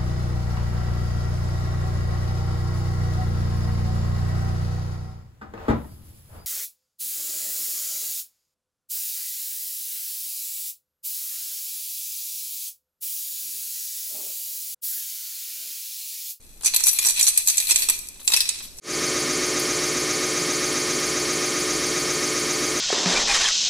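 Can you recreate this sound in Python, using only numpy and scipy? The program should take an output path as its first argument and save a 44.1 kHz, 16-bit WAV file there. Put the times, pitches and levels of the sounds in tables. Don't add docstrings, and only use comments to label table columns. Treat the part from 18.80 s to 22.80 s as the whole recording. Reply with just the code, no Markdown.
import sys
import numpy as np
from scipy import signal
from scipy.fft import rfft, irfft
from scipy.io import wavfile
from scipy.ndimage import uniform_filter1d

SR = 44100
rng = np.random.default_rng(int(sys.argv[2]) if len(sys.argv) > 2 else 0)


def store_wav(level_fs):
    pcm = np.round(np.clip(np.atleast_2d(level_fs), -1, 1) * 32767)
    wavfile.write(sys.argv[1], SR, pcm.T.astype(np.int16))


N = 176400
T = np.arange(N) / SR
RPM = 900
CYCLE = round(SR * 120 / RPM)

# multiple_of_crank_speed, relative_level_db
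CRANK_ORDERS = [(4, -56.5), (8, -52), (9, -53), (9.5, -49), (17, -43), (20, -42), (20.5, -41), (21, -41),
                (21.5, -45), (23, -51), (24, -33.5), (25, -46), (25.5, -51), (27.5, -50), (28.5, -44),
                (29, -41), (29.5, -47), (30, -49), (30.5, -47), (32, -49), (33, -52), (36, -52),
                (36.5, -46), (37, -51), (40, -44), (41, -52), (44.5, -54)]
# multiple_of_crank_speed, relative_level_db
GEAR_ORDERS = [(68, -50), (82.5, -42.5), (84, -47), (121, -46), (148, -47), (161, -47.5), (211.5, -53),
               (300.5, -48), (312.5, -46.5), (333.5, -51), (355, -48), (381.5, -48), (417, -47), (432, -48),
               (475.5, -48)]
# time_in_cycle_ms, length_ms, centre_hz, width_hz, relative_strength_db
CYCLE_RATTLES = [(1, 12, 13000, 3500, 2), (3, 15, 4900, 600, 7), (6, 22, 9300, 700, 6),
                 (14, 10, 2120, 220, 7), (16, 10, 4600, 450, 8), (31, 15, 7000, 1100, 8),
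                 (38, 8, 8850, 700, 6), (46, 15, 1280, 130, 7), (52, 8, 8750, 600, 4),
                 (56, 14, 2200, 170, 9), (56, 9, 3200, 400, 8), (58, 18, 4450, 600, 4),
                 (63, 8, 5600, 450, 3), (64, 10, 1060, 130, 7), (67, 10, 10600, 900, 6),
                 (72, 13, 2440, 200, 7), (79, 12, 1850, 220, 8), (80, 12, 8200, 600, 5),
                 (81, 14, 5700, 1200, 2), (91, 18, 1260, 130, 8), (98, 11, 5800, 1100, 6),
                 (99, 15, 2020, 140, 8), (101, 13, 2380, 260, 7), (101, 22, 3850, 450, 4),
                 (103, 8, 9650, 600, 4), (111, 9, 1500, 170, 9), (112, 12, 6400, 1700, 7.5),
                 (118, 11, 2390, 200, 8), (123, 12, 3250, 400, 5), (131, 10, 2210, 150, 7)]
# frequency_hz, relative_density_db
CLATTER_SPECTRUM = [(40, -35), (100, -25), (135, -4), (250, -3), (480, -2), (650, -11), (780, 0),
                    (830, -15), (950, -19), (1100, 2.5), (1250, -0.5), (1380, -2.5), (1500, 1.5),
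                    (1700, -2.5), (1900, -3), (2050, 2), (2250, 0.5), (2500, -2), (2850, -5.5), (3100, -5),
                    (3500, -7), (4200, -3), (4800, -1.5), (5500, -1.5), (6300, 2.5), (7100, -1), (7900, -9),
                    (8500, -10), (9000, -8.5), (10700, -12.5), (11700, -23), (15500, -24)]
# frequency_hz, relative_density_db
LOOSE_SPECTRUM = [(700, -14), (950, -30), (1200, -4.5), (1450, -2), (1900, -11), (2200, -3.5), (2800, -5.5),
                  (3600, -7), (4600, -3), (5400, 0.5), (6300, -6), (7200, -2), (8300, -8), (9000, -2.5),
                  (9800, -3), (10700, -2.5), (11700, -12.5), (12700, -10.5), (14000, -14), (15500, -18)]
# centre_hz, width_hz, boost_db
CLATTER_PEAKS = [(1240, 50, 4), (1815, 60, 3), (2040, 70, 3), (2220, 70, 4), (3170, 120, 4), (3450, 90, 5),
                 (3780, 90, 5), (4100, 110, 4), (4520, 50, 6), (4580, 40, 4), (4680, 45, 6), (5190, 60, 3),
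                 (5340, 80, 4), (5715, 60, 4), (6075, 60, 4), (6265, 90, 6), (6478, 50, 4), (6755, 50, 4),
                 (7850, 60, 6), (8860, 80, 8), (9010, 90, 5), (10700, 130, 5), (12720, 200, 4)]
# frequency_hz, relative_density_db
CELL_SPECTRUM = [(20, -19), (42, -24), (58, -4), (72, -10), (105, -11), (135, -18), (160, 3.5), (200, -5),
                 (230, -8), (255, 4), (290, 0.5), (390, 1), (480, -4.5), (650, -9), (900, -6.5),
                 (3000, -70)]
# start_s, relative_level_db
TICK_EVENTS = [(0.797, -26), (2.198, -34)]
# time_s, gain_db
FADE_IN = [(0, -66), (.025, -31.5), (.05, -17.5), (.09, -7.5), (.15, -3), (.22, -2), (.3, -1.5)]


def undb(db):
    return 10 ** (np.asarray(db) / 20)


def level(x, db):
    return x * undb(db) / np.sqrt(np.mean(x ** 2))


def bell(offset, width):
    return np.exp(-2 * np.log(2) * (offset / width) ** 2)


def spectral_gain(hz, spectrum):
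    points_hz, db = np.array(spectrum).T
    return undb(np.interp(np.log(hz + 1), np.log(points_hz), db))


def noise(gain):
    return level(irfft(rfft(rng.standard_normal(N)) * gain(np.fft.rfftfreq(N, 1 / SR)), N), 0)


def drift(corner_hz):
    return noise(lambda hz: 1 / (1 + (hz / corner_hz) ** 2) ** 2)


def swell(at_ms, length_ms):
    cycle_ms = 1000 * CYCLE / SR
    ms = 1000 * np.arange(CYCLE) / SR
    return bell((ms - at_ms + cycle_ms / 2) % cycle_ms - cycle_ms / 2, length_ms)


def shaft_tones(orders, shaft_s, waver_db=.5):
    turns = RPM / 60 * shaft_s
    out = np.zeros(N)
    for order, db in orders:
        amplitude = np.sqrt(2) * undb(db + waver_db * drift(5))
        out += amplitude * np.sin(2 * np.pi * (order * turns + rng.random()))
    return out


def crank_drone(shaft_s, even_s=.026):
    partials = shaft_tones(CRANK_ORDERS, shaft_s)
    span = int(even_s * SR)
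    power = uniform_filter1d(uniform_filter1d(partials ** 2, span), span // 2)
    even = partials * np.sqrt(power.mean() / power)
    accent_db = 2 * np.resize(swell(at_ms=102, length_ms=20), N)
    return undb(.7 + accent_db) * even


def gear_whine(shaft_s):
    return undb(3.5) * shaft_tones(GEAR_ORDERS, shaft_s)


def peak_gain(hz):
    return undb(sum(db * bell(hz - centre_hz, width_hz) for centre_hz, width_hz, db in CLATTER_PEAKS))


def repeating_clatter(shaft_s, scatter_db=1.5, even_ms=8.5):
    hz = np.fft.rfftfreq(CYCLE, 1 / SR)
    phases = np.exp(2j * np.pi * rng.random(len(hz)))
    contacts = phases * undb(scatter_db * rng.standard_normal(len(hz)))
    bands_hz = np.geomspace(60, 16000, 44)
    span = int(even_ms * SR / 1000)
    chatter = np.zeros(CYCLE)
    for share, band_hz in zip(np.eye(len(bands_hz)), bands_hz):
        band = np.fft.ifft(contacts * np.interp(hz, bands_hz, share), CYCLE)
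        power = uniform_filter1d(np.abs(band) ** 2, span, mode="wrap")
        even = band.real * np.sqrt(power.mean() / power)
        rattle_power = 1 + sum(
            (undb(db - .5) * swell(at_ms, length_ms) * bell(band_hz - centre_hz, width_hz)) ** 2
            for at_ms, length_ms, centre_hz, width_hz, db in CYCLE_RATTLES)
        chatter += even * np.sqrt(rattle_power / rattle_power.mean())
    fine = 8 * CYCLE
    cycle = irfft(rfft(chatter) * spectral_gain(hz, CLATTER_SPECTRUM) * peak_gain(hz), fine)
    cycle_position = shaft_s * SR / CYCLE % 1
    return level(np.interp(cycle_position, np.arange(fine) / fine, cycle), -25.6)


def loose_clatter():
    hz = np.fft.rfftfreq(N, 1 / SR)
    chatter = rng.standard_normal(N)
    contacts = rfft(rng.standard_normal(N))
    for at_ms, length_ms, centre_hz, width_hz, db in CYCLE_RATTLES:
        band = irfft(contacts * bell(hz - centre_hz, width_hz), N)
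        chatter += undb(db - .5) * np.resize(swell(at_ms, length_ms), N) * band
    coloured = irfft(rfft(chatter) * spectral_gain(hz, LOOSE_SPECTRUM) * peak_gain(hz), N)
    return level(coloured, -30.7)


def cell_rush():
    return level(noise(lambda hz: spectral_gain(hz, CELL_SPECTRUM)), -36)


def ticks(centre_hz=9900, width_hz=7700, decay_s=.003, tail_s=.04, tail_db=-8.5):
    envelope = np.zeros(N)
    for start_s, db in TICK_EVENTS:
        age_s = np.maximum(T - start_s, 0)
        direct = np.exp(-age_s / decay_s)
        room_tail = undb(tail_db) * np.exp(-age_s / tail_s)
        envelope += undb(db) * (T > start_s) * (direct + room_tail)
    return envelope * noise(lambda hz: bell(hz - centre_hz, width_hz))


def scene():
    shaft_s = T + 3e-5 * drift(1.5) + 6e-6 * drift(56)
    engine = crank_drone(shaft_s) + gear_whine(shaft_s) + repeating_clatter(shaft_s) + loose_clatter()
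    mono = engine + cell_rush() + ticks()
    return np.array([mono, mono])


def record(dry, cutoff_hz=15500):
    fade_db = np.interp(T, *np.array(FADE_IN).T)
    lowpass = signal.ellip(10, .2, 80, cutoff_hz, fs=SR, output="sos")
    return signal.sosfilt(lowpass, dry * undb(fade_db))


dry = scene()
out = record(dry)
store_wav(out)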